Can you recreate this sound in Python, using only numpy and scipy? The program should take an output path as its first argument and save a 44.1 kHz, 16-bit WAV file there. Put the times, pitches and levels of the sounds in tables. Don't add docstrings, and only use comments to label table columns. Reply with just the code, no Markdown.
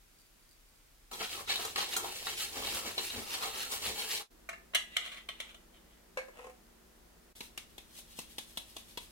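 import sys
import numpy as np
from scipy import signal
from scipy.fft import rfft, irfft, next_fast_len
from scipy.io import wavfile

SR = 44100
rng = np.random.default_rng(int(sys.argv[2]) if len(sys.argv) > 2 else 0)


def master_out(mix):
    frames = np.transpose(np.atleast_2d(mix))
    ceiling = np.clip(frames, -1, 1)
    pcm = np.round(ceiling * 32767).astype(np.int16)
    wavfile.write(sys.argv[1], SR, pcm)


N = 401784
TIME = np.arange(N) / SR


WHISK_SHOT, POUR_SHOT, SIFT_SHOT = (1.112, 4.225), (4.305, 7.328), (7.352, 9.2)
CUTOFF_HZ = 15900

# frequency in Hz, relative level in dB.
ROOM_COLOUR = [(12, -32), (20, -2), (53, -2.5), (130, -12.5), (337, -12), (558, -16.5), (1060, -18),
               (1220, -17.5), (1370, -17.5), (2460, -18), (3740, -19.5), (13500, -22.5), (16000, -24.5)]
# frequency in Hz, relative level in dB.
LOW_ROOM_COLOUR = [(24, -29), (34, -1), (46, -26), (200, -90)]
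# frequency in Hz, left-right correlation (0 to 1).
LIKENESS = [(30, .88), (100, 0.64), (300, 0.17), (1000, 0.086), (4000, 0.039), (16000, .05)]
ROOM_DB, LOW_ROOM_DB = -64, -71.5

# peak time in seconds, level in dB.
SALT_SHAKES = [(0.22, -67.5), (0.5, -66.5), (0.745, -71)]
# frequency in Hz, relative level in dB.
SALT_COLOUR = [(2500, -28), (4300, -9), (4700, 3), (5100, -16), (8200, -10), (8800, -5), (9400, -12),
               (16000, -17)]
SALT_RISE_S, SALT_FALL_S = .06, .04

# time of the hardest push in seconds, level of wires on steel in dB,
# half length in seconds, bowl body in dB relative to the wires, extra powder hiss in dB.
STROKES = [(1.119, -53.5, 0.024, 4.5, -1), (1.222, -43, 0.023, -2.5, -5), (1.33, -47, 0.036, -12, -2),
           (1.394, -54, 0.014, 8, -2), (1.511, -38, .027, -8.5, -2.5), (1.618, -45, 0.042, -3, -0.5),
           (1.801, -38.5, 0.03, -5.5, -1.5), (1.934, -43.5, 0.027, -6, -1), (2.06, -50, .04, 0, -1),
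           (2.166, -49.5, 0.04, -18, -1.5), (2.291, -46.5, 0.04, -13, -0.5),
           (2.413, -42.5, 0.035, -10.5, 3), (2.587, -45.5, 0.04, -1.5, -1.5), (2.675, -42.5, 0.034, -8, 0),
           (2.755, -42.5, 0.035, -4, 4.5), (2.878, -45.5, 0.032, 0.5, -1.5), (2.993, -42, 0.015, -5.5, -3),
           (3.052, -46.5, 0.039, -8.5, 4.5), (3.177, -50, 0.041, 2, -1), (3.328, -42, 0.039, -4, 0),
           (3.444, -45, 0.034, -2, 0.5), (3.599, -45, 0.044, -2, 2.5), (3.734, -43.5, .028, -4.5, 5),
           (3.863, -40, 0.035, -8, 2), (4.002, -45.5, 0.035, 0, 3.5), (4.122, -40.5, 0.039, -10.5, 2.5),
           (4.206, -50.5, 0.017, 1, -2)]
STROKE_RISE, STROKE_FALL = 0.95, 1.055
DRAG_DB, DRAG_BODY_DB, DRAG_HISS_DB = -55, -59, -53.5
USUAL_STROKE_DB, USUAL_HISS_DB, HISS_FOLLOWS = -44.5, -47.5, 0.6
PUSH_DB, PUSH_SHARE_DB = -62, -7
# time in seconds, loss in dB.
LIFTS = [(1.453, 10), (1.742, 4.5)]
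LIFT_S = 0.016
# start in seconds, level in dB, bass tilt in dB, treble tilt in dB
# (both count against the mean of the table), 60 dB decay of the chatter in seconds.
WHISK_KNOCKS = [(1.209, -28, -18, -24, 0.099), (1.474, -32.5, -23, -19, 0.087),
                (1.493, -26.5, -22, -17, 0.16), (1.589, -31, -7, -17, 0.14), (1.649, -24, -21, -6.5, 0.09),
                (1.758, -20.5, -43, -21, 0.067), (1.779, -20.5, -23, -19, 0.092),
                (1.964, -16.5, -19, -2.5, 0.11), (2.043, -26.5, 6, -18, 0.15),
                (2.268, -23, -27, -20.5, 0.12), (2.559, -36, 10, -21, 0.11), (3.424, -24.5, -23, -19, 0.16),
                (3.719, -29.5, -14, -12, 0.16), (3.859, -28.5, -2, -18, 0.19), (4.108, -35, -34, 5, 0.11)]
# start in seconds, level in dB, bass tilt in dB,
# treble tilt in dB, 60 dB decay of the chatter in seconds.
WIRE_SNAPS = [(1.3299, -39, -19, -11, 0.08), (1.5554, -27.5, -26, -7, 0.053), (1.9365, -31.5, -10, 3, 0.11),
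              (2.2667, -39, -13, -24, 0.078), (2.6694, -31, -15, -12, 0.077),
              (2.9786, -25.5, -16.5, -16, 0.07), (3.1009, -32.5, -31, -27, 0.06),
              (3.5994, -47, -7, -6, 0.067)]
# peak time in seconds, level in dB,
# rise and fall width in seconds.
THUDS = [(2.59, -50, 0.017), (2.63, -50.5, 0.033), (2.75, -50, 0.028), (2.87, -50.5, 0.028),
         (3.185, -46.5, 0.027), (3.9, -47.5, 0.025)]
# nominal frequency in Hz, relative level in dB, t60 in seconds.
FULL_BOWL = [(361, -6, 0.13), (443, -6.5, 0.15), (740.6, -0.5, 0.17), (880, -12, 0.039),
             (1182, -2.5, 0.073), (1299, 14, 0.04), (2280, -9, .04), (2900, -15, 0.024), (3280, 2, 0.032),
             (3960, 4, 0.044), (4150, 4.5, 0.035), (7700, 1, .015)]
# nominal frequency in Hz, relative level in dB, t60 in seconds.
WIRE_MODES = [(2895, 7, 0.061), (3270, -8, 0.12), (3930, 1, 0.041), (3800, 7.5, 0.078), (4100, -3, 0.055)]
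# frequency in Hz, relative level in dB.
WHISK_COLOUR = [(41, -74), (70, -18), (98, -12), (145, -14.5), (451, -1.5), (606, -2.5), (761, 7.5),
                (955, 2), (1310, -4), (1690, -4.5), (2320, -6.5), (4000, -7), (4480, -10), (11900, -16),
                (16000, -20)]
# frequency in Hz, relative level in dB.
WIRE_COLOUR = [(250, -20), (700, -2), (1700, -11), (2900, -11), (4000, 5), (4700, -12.5), (16000, -24)]
# frequency in Hz, relative level in dB.
THUD_COLOUR = [(30, -13), (70, 4.5), (110, -7), (145, -11.5), (230, -3.5), (350, -3.5), (480, -4.5),
               (800, -15), (3000, -64)]

# frequency in Hz, relative level in dB.
RUMBLE_COLOUR = [(20, -6), (35, -7.5), (90, -0.5), (140, -11.5), (250, -7), (600, -68)]

# frequency in Hz, relative level in dB.
FAN_COLOUR = [(76, -35), (130, -35), (167, -1.5), (198, -5), (230, -11.5), (368, -4), (427, -7.5),
              (1270, -16.5), (2000, -18.5), (2600, -55), (4400, -120)]
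# frequency in Hz, centre level in dB.
HUM = [(53.8, -69), (166.9, -80.5), (231.5, -71.5), (328.4, -77.5)]

# start in seconds, level in dB, bass tilt in dB, treble tilt in dB,
# 60 dB decay of the chatter in seconds.
BOWL_BUMPS = [(4.489, -27.5, -15, -15, 0.04), (4.529, -35, -19, -25, 0.035)]
# start in seconds, level in dB, bass tilt in dB,
# treble tilt in dB, 60 dB decay of the chatter in seconds.
RIM_CLINKS = [(4.735, -34.5, -14, -30, 0.03), (4.747, -15.5, -27.5, -16, 0.044),
              (4.753, -17.5, -26, -19, 0.055), (4.966, -17, -27, -20.5, 0.019),
              (5.287, -28, -22.5, -21, 0.048), (5.401, -27, -19.5, -18, 0.046),
              (5.544, -42.5, -19, -17, 0.041)]
# peak time in seconds, level in dB, half length in seconds.
RIM_SLIPS = [(4.985, -50, 0.055), (5.062, -41, .016), (5.124, -44.5, .02), (5.18, -45.5, .018),
             (5.42, -56, .04), (5.5, -52, .015), (5.759, -61, .018), (5.92, -68, 0.044)]
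# nominal frequency in Hz, relative level in dB, t60 in seconds.
WALL_MODES = [(673, -4.5, 0.38), (1090, -13, 0.28), (1240, -13.5, .3), (1770, -7, .25), (1710, -2.5, .25),
              (2190, -3, .25), (2340, -3, 0.18), (2750, -4, .15), (3400, -10, 0.178)]
# nominal frequency in Hz, relative level in dB, t60 in seconds.
RIM_MODES = [(1710, -16, 0.49), (2006, 2, 0.2), (2126, -5, 0.14), (2374, -43, 0.77), (2720, -12, 0.18),
             (2960, -2.5, 0.15), (3030, -18, 0.053), (3620, -28, 0.11), (3320, -22, 0.3),
             (3820, -15, 0.074), (3865, -16, 0.2), (3760, -20, 0.26), (4960, -22, 0.19), (5200, -42, 0.25),
             (5900, -28, 0.28), (6700, -35, 0.14), (7445, -36, 0.21), (8947, -28, 0.25)]
# frequency in Hz, relative level in dB.
WALL_COLOUR = [(180, -59), (300, -18), (331, -19), (614, -6.5), (667, -7), (900, -13), (2210, -5),
               (2480, -8), (2740, -13.5), (14700, -31), (16000, -44)]
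# frequency in Hz, relative level in dB.
RIM_COLOUR = [(200, -38), (400, -22), (680, -7.5), (850, -18.5), (1100, -9.5), (1650, -13), (2100, -6),
              (2600, -5.5), (3100, -0.5), (3600, -4.5), (4100, -10.5), (4700, -20.5), (8800, -20.5),
              (16000, -31)]

# start in seconds, level in dB, bass tilt in dB, treble tilt in dB,
# 60 dB decay of the chatter in seconds.
SET_DOWN = [(6.172, -23, -20.5, -35, 0.14), (6.283, -38.5, -7.5, -29, 0.072)]
# start in seconds, level in dB, bass tilt in dB,
# treble tilt in dB, 60 dB decay of the chatter in seconds.
FOOT_CATCHES = [(6.391, -36.5, -12, -38, 0.067), (6.442, -38, -7, -22, 0.073), (6.467, -38, -6, -23, 0.06),
                (6.496, -43.5, -11, -21, 0.06)]
# nominal frequency in Hz, relative level in dB, t60 in seconds.
EMPTY_BOWL = [(524, -0.5, 0.45), (641, -21, .23), (904, -27, 0.22), (1590, -13, 0.22), (1717, -6, 0.15),
              (1835, -18, .22), (2220, -3.5, 0.12), (2430, -22, 0.13), (2940, -25, .18), (4360, -13, .12),
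              (6158, -25, .15)]
# nominal frequency in Hz, relative level in dB, t60 in seconds.
PRESSED_BOWL = [(455, -2, 0.11), (507, 2, 0.14), (746, -3, 0.14), (1053, -3, .08)]
# frequency in Hz, relative level in dB.
FOOT_COLOUR = [(190, -70), (330, -30.5), (520, -1.5), (592, -16.5), (743, -12.5), (1420, -19.5),
               (1540, -19.5), (2070, -17), (2240, -17.5), (3590, -33.5), (7830, -33), (16000, -44)]
# frequency in Hz, relative level in dB.
SHOVE_COLOUR = [(200, -45), (350, -17), (600, -3), (1000, -6), (2200, -8), (3200, -10), (4000, -24),
                (8000, -21), (16000, -32)]
SHOVE_S, SHOVE_DB, SHOVE_RISE_S, SHOVE_FALL_S = 6.39, -58, 0.034, .06

# start in seconds, level in dB, bass tilt in dB, treble tilt in dB,
# level of the flour thrown in dB, lag of its swish in seconds.
SIEVE_TAPS = [(7.405, -31, -16, -18, -55.5, 0.037), (7.575, -29.5, -22, -15, -63, .025),
              (7.78, -37, -18, -16, -66, 0.021), (7.987, -40, -16, -7, -53, -0.0097),
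              (8.188, -30.5, -12.5, -8, -52, 0.0086), (8.382, -28.5, -19, -12.5, -57.5, 0.027),
              (8.572, -27.5, -18.5, -13, -58, 0.021), (8.765, -33.5, -13.5, -12.5, -58, 0.024),
              (8.973, -27.5, -16.5, -17, -57, .055)]
# frequency in Hz, relative level in dB.
SIEVE_COLOUR = [(53, -34), (90, -7), (196, -4), (593, -3.5), (1040, -5), (1350, -11.5), (1640, -10),
                (1830, -12), (2130, -4.5), (3360, 0.5), (4860, -8), (11600, -10.5), (14700, -18),
                (16000, -23)]
# frequency in Hz, relative level in dB.
MESH_COLOUR = [(600, -28), (1000, -15), (1700, -9), (3400, 1), (4800, -3), (7000, -4.5), (10000, -2.5),
               (13000, -5), (16000, -10)]
TAP_CHATTER_S = 0.042
SWISH_RISE_S, SWISH_FALL_S = 0.029, 0.026
BACKSWISH_LEAD_S, BACKSWISH_DB, BACKSWISH_S = 0.069, -59.5, 0.023
FIRST_SLIDE_S, FIRST_SLIDE_DB = 7.36, -56
LOOSE_S, PACKED_DB, MESH_DB = 8.1, -18, -65.5


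def from_db(db):
    return 10 ** (np.asarray(db) / 20)


def rms_one(x):
    return x / np.sqrt(np.mean(x ** 2) + 1e-20)


def unit_energy(x):
    return x / np.sqrt(np.sum(x ** 2, axis=-1, keepdims=True) + 1e-20)


def during(span, fade=0.0034):
    nearest_edge = np.minimum(TIME - span[0], span[1] - TIME)
    return np.clip(nearest_edge / fade + .5, 0, 1)


def later_shots():
    return during(POUR_SHOT, fade=0.013) + during(SIFT_SHOT)


def swell(s, rise_s, fall_s):
    width = np.where(TIME < s, rise_s, fall_s)
    return np.exp(-.5 * np.minimum(((TIME - s) / width) ** 2, 100))


def drift(rate):
    knots = rng.standard_normal(4000)
    return np.interp(TIME * rate, np.arange(len(knots)), knots)


def dying(t60, count):
    return np.exp(-np.log(1000) * TIME[:count] / max(t60, 1e-3))


def at_hz(points, hz):
    points = np.array(points)
    return np.interp(np.log(np.maximum(hz, 1)), np.log(points[:, 0]), points[:, 1])


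def convolve(x, response):
    return signal.oaconvolve(np.atleast_2d(x), np.atleast_2d(response))[:, :N]


def band(x, low_hz, high_hz):
    sos = signal.butter(2, [low_hz, min(high_hz, .45 * SR)], "band", fs=SR, output="sos")
    return signal.sosfilt(sos, x)


def colour(points, bass_db=0, treble_db=0, size=4096):
    hz = np.arange(size // 2 + 1) * SR / size
    shelves = at_hz([(900, bass_db), (1900, 0), (4300, 0), (6500, treble_db)], hz)
    cepstrum = irfft(np.log(from_db(at_hz(points, hz) + shelves)))
    cepstrum[1:size // 2] *= 2
    cepstrum[size // 2 + 1:] = 0
    return unit_energy(irfft(np.exp(rfft(cepstrum))))


def steel(modes, spread_db, detune=0, count=22050):
    ringing = np.zeros(count)
    for hz, db, t60 in modes:
        gain = from_db(db + spread_db * rng.normal()) * rng.choice([-1, 1])
        pitch = hz * (1 + detune * rng.normal())
        ringing += gain * dying(t60, count) * np.sin(2 * np.pi * pitch * TIME[:count])
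    return unit_energy(ringing)


def grains(per_s, spread_db):
    sizes = from_db(spread_db * np.minimum(rng.exponential(1, N), 4)) * rng.choice([-1, 1], N)
    return rms_one(sizes * (rng.random(N) < per_s / SR))


def blows(rows, spectrum, modes, ring_db, chatter_db, detune=0, count=22050):
    out = np.zeros(N + count)
    usual_bass, usual_treble = np.mean(rows, axis=0)[2:4]
    for s, db, bass, treble, length in rows:
        contact = from_db(chatter_db) * unit_energy(rng.standard_normal(count) * dying(length, count))
        contact[0] += 1
        tone = colour(spectrum, bass - usual_bass, treble - usual_treble)
        crack = convolve(unit_energy(contact), tone)[0, :count]
        ring = from_db(ring_db) * steel(modes, spread_db=3.0, detune=detune)
        start = int(s * SR)
        out[start:start + count] += from_db(db) * (crack + ring)
    return out[:N]


def rub(spectrum, modes, ring_db, per_s, spread_db, detune=0.0233, count=3):
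    slips = grains(per_s, spread_db)
    ringing = 0
    for _ in range(count):
        contact_point = steel(modes, spread_db=2.0, detune=detune)
        ringing = ringing + drift(rate=14) * convolve(slips, contact_point)
    return rms_one(convolve(slips, colour(spectrum)) + from_db(ring_db) * rms_one(ringing))[0]


def kitchen(x, scatter_s, room_db, pan_db=0, room_t60=0.28, count=16384):
    hz = np.arange(count // 2 + 1) * SR / count
    knots_hz = np.linspace(0, SR / 2, num=200)
    delay = np.array([np.interp(hz, knots_hz, rng.exponential(1, len(knots_hz))) for side in range(2)])
    delay *= scatter_s * np.clip((hz - 200) / 900, 0, 1)
    phase = 2 * np.pi * np.cumsum(delay, axis=1) * SR / count
    near = irfft(np.exp(-1j * phase)) * (TIME[:count] < .1)
    tail = band(rng.standard_normal((2, count)), 193, 11500) * dying(room_t60, count) * (TIME[:count] > .005)
    response = unit_energy(near + from_db(room_db) * unit_energy(tail))
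    return convolve(x, response) * from_db([[pan_db / 2], [-pan_db / 2]])


def moving(x, swing, per_s):
    size = next_fast_len(N)
    hz = np.arange(size // 2 + 1) * SR / size
    short = rfft(x, size) * np.clip((hz - 300) / 700, 0, 1)
    treble = irfft(short, size)[:, :N]
    quarter_turn = irfft(1j * short, size)[:, :N]
    phase = swing * np.array([drift(per_s), drift(per_s)])
    return x + (np.cos(phase) - 1) * treble + np.sin(phase) * quarter_turn


def air(spectrum):
    size = next_fast_len(N)
    hz = np.arange(size // 2 + 1) * SR / size
    alike = np.clip(at_hz(LIKENESS, hz), -1, 1)
    mid, side = rfft(rng.standard_normal((2, size)))
    both = np.sqrt(1 + alike) * mid + np.sqrt(1 - alike) * side * [[1], [-1]]
    return rms_one(irfft(both * from_db(at_hz(spectrum, hz)), size)[:, :N])


def room_noise():
    room = from_db(ROOM_DB) * air(ROOM_COLOUR) + from_db(LOW_ROOM_DB) * air(LOW_ROOM_COLOUR)
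    return room * np.maximum(during((-1, WHISK_SHOT[1]), fade=.04) + later_shots(), .25)


def salt():
    flow = sum(from_db(db) * swell(s, SALT_RISE_S, SALT_FALL_S) for s, db in SALT_SHAKES)
    crystals = convolve(grains(per_s=2600, spread_db=12.0), colour(SALT_COLOUR))
    trickle = flow * during((0, WHISK_SHOT[0])) * crystals
    return kitchen(trickle, scatter_s=0.0018, room_db=-9)


def stirring_effort():
    wires, body, hiss = from_db(DRAG_DB) ** 2, from_db(DRAG_BODY_DB) ** 2, from_db(DRAG_HISS_DB) ** 2
    for s, db, length, body_share, hiss_share in STROKES:
        power = swell(s, STROKE_RISE * length, STROKE_FALL * length) ** 2
        hiss_db = USUAL_HISS_DB + HISS_FOLLOWS * (db - USUAL_STROKE_DB) + hiss_share
        wires = wires + power * from_db(db) ** 2
        body = body + power * from_db(db + body_share) ** 2
        hiss = hiss + power * from_db(hiss_db) ** 2
    push = from_db(PUSH_DB) ** 2 + body * from_db(PUSH_SHARE_DB) ** 2
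    lifted_db = sum(loss * swell(s, LIFT_S, LIFT_S) for s, loss in LIFTS)
    return np.sqrt([wires, body, push, hiss]) * from_db(-lifted_db) * during(WHISK_SHOT)


def whisk():
    wires, body, push, hiss = stirring_effort()
    scrape = rub(WHISK_COLOUR, FULL_BOWL, ring_db=-9.5, per_s=4500, spread_db=3.5)
    shake = rub(WHISK_COLOUR, FULL_BOWL, ring_db=-7.5, per_s=2000, spread_db=3.0, detune=0.0096)
    powder = convolve(grains(per_s=15000, spread_db=3.0), colour(WHISK_COLOUR))[0]
    sound = from_db(0.72) * wires * rms_one(band(scrape, 2330, 5950))
    sound += from_db(0.7) * body * rms_one(band(shake, 332, 2500))
    sound += from_db(2.5) * push * rms_one(band(shake, 87, 521))
    sound += from_db(0.05) * hiss * rms_one(band(powder, 6300, 18000))
    sound *= from_db(1.35 * drift(rate=90))
    sound += from_db(12) * blows(WHISK_KNOCKS, WHISK_COLOUR, FULL_BOWL, ring_db=-4, chatter_db=12, detune=0.036)
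    sound += from_db(16) * blows(WIRE_SNAPS, WIRE_COLOUR, WIRE_MODES, ring_db=0.5, chatter_db=7, detune=.015)
    pressing = sum(from_db(db) * swell(s, duration, duration) for s, db, duration in THUDS)
    thud = convolve(grains(per_s=900, spread_db=3.0), colour(THUD_COLOUR))[0]
    sound += from_db(-1) * pressing * thud
    return kitchen(sound, scatter_s=.002, room_db=-7.5, pan_db=0.26) * from_db(3.0)


def working_rumble():
    working = from_db(-63.5) * during(WHISK_SHOT) + from_db(-70.5) * during(SIFT_SHOT)
    return working * air(RUMBLE_COLOUR)


def fan():
    tones = 0
    for hz, db in HUM:
        gain = np.sqrt(2) * from_db(db + 1.7 * drift(rate=6.2))
        tones = tones + gain * np.sin(2 * np.pi * hz * TIME + 0.81 * drift(rate=12))
    return (from_db(-66.5) * air(FAN_COLOUR) + from_db(-1.5) * tones) * later_shots()


def pouring():
    bumps = from_db(15.0) * blows(BOWL_BUMPS, WALL_COLOUR, WALL_MODES, ring_db=-4.0, chatter_db=20)
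    clinks = from_db(18.5) * blows(RIM_CLINKS, RIM_COLOUR, RIM_MODES, ring_db=-12.0, chatter_db=6.5, detune=.015)
    slipping = sum(from_db(db) * swell(s, length, length) for s, db, length in RIM_SLIPS)
    slide = from_db(-0.5) * slipping * rub(RIM_COLOUR, RIM_MODES, ring_db=-4, per_s=700, spread_db=1.0)
    return kitchen(bumps + clinks + slide, scatter_s=0.002314, room_db=-7.5, pan_db=0.5)


def setting_down():
    landing = from_db(15) * blows(SET_DOWN, FOOT_COLOUR, EMPTY_BOWL, ring_db=2.0, chatter_db=6)
    judder = from_db(15) * blows(FOOT_CATCHES, FOOT_COLOUR, PRESSED_BOWL, ring_db=2, chatter_db=19)
    shove = from_db(4.0) * from_db(SHOVE_DB) * swell(SHOVE_S, SHOVE_RISE_S, SHOVE_FALL_S)
    slide = shove * rub(SHOVE_COLOUR, PRESSED_BOWL, ring_db=-8, per_s=500, spread_db=-2.5)
    return kitchen(landing + judder + slide, scatter_s=0.001506, room_db=-8.5, pan_db=1.5)


def sieve():
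    knocks = [(s, db, bass, treble, TAP_CHATTER_S) for s, db, bass, treble, *_ in SIEVE_TAPS]
    taps = from_db(18.5) * blows(knocks, SIEVE_COLOUR, RIM_MODES, ring_db=-26, chatter_db=8.0, detune=0.0213)
    forth = sum(from_db(thrown) * swell(s + lag, SWISH_RISE_S, SWISH_FALL_S) for s, *_, thrown, lag in SIEVE_TAPS)
    forth += from_db(FIRST_SLIDE_DB) * swell(FIRST_SLIDE_S, SWISH_RISE_S, SWISH_FALL_S)
    back = sum(swell(s - BACKSWISH_LEAD_S, BACKSWISH_S, BACKSWISH_S) for s, *_ in SIEVE_TAPS)
    looseness = from_db(np.interp(TIME, [SIFT_SHOT[0], LOOSE_S], [PACKED_DB, 0]))
    loose_flow = looseness * np.hypot(from_db(BACKSWISH_DB) * back, from_db(MESH_DB))
    flow = np.hypot(forth, loose_flow) * during(SIFT_SHOT)
    swish = from_db(2.5) * flow * convolve(grains(per_s=11000, spread_db=4.0), colour(MESH_COLOUR))
    return kitchen(taps + swish, scatter_s=.002, room_db=-9.0, pan_db=1.5)


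def scene():
    stirring = moving(whisk(), swing=1.25, per_s=70) * during((0, WHISK_SHOT[1] + 0.018), fade=0.097)
    emptying = moving(pouring(), swing=0.75, per_s=45)
    sifting = moving(sieve(), swing=1.4, per_s=70)
    background = room_noise() + working_rumble() + fan()
    return salt() + stirring + emptying + setting_down() + sifting + background


def record(dry):
    return signal.sosfilt(signal.ellip(12, .1, 70, CUTOFF_HZ, fs=SR, output="sos"), dry)


dry = scene()
out = record(dry)
master_out(out)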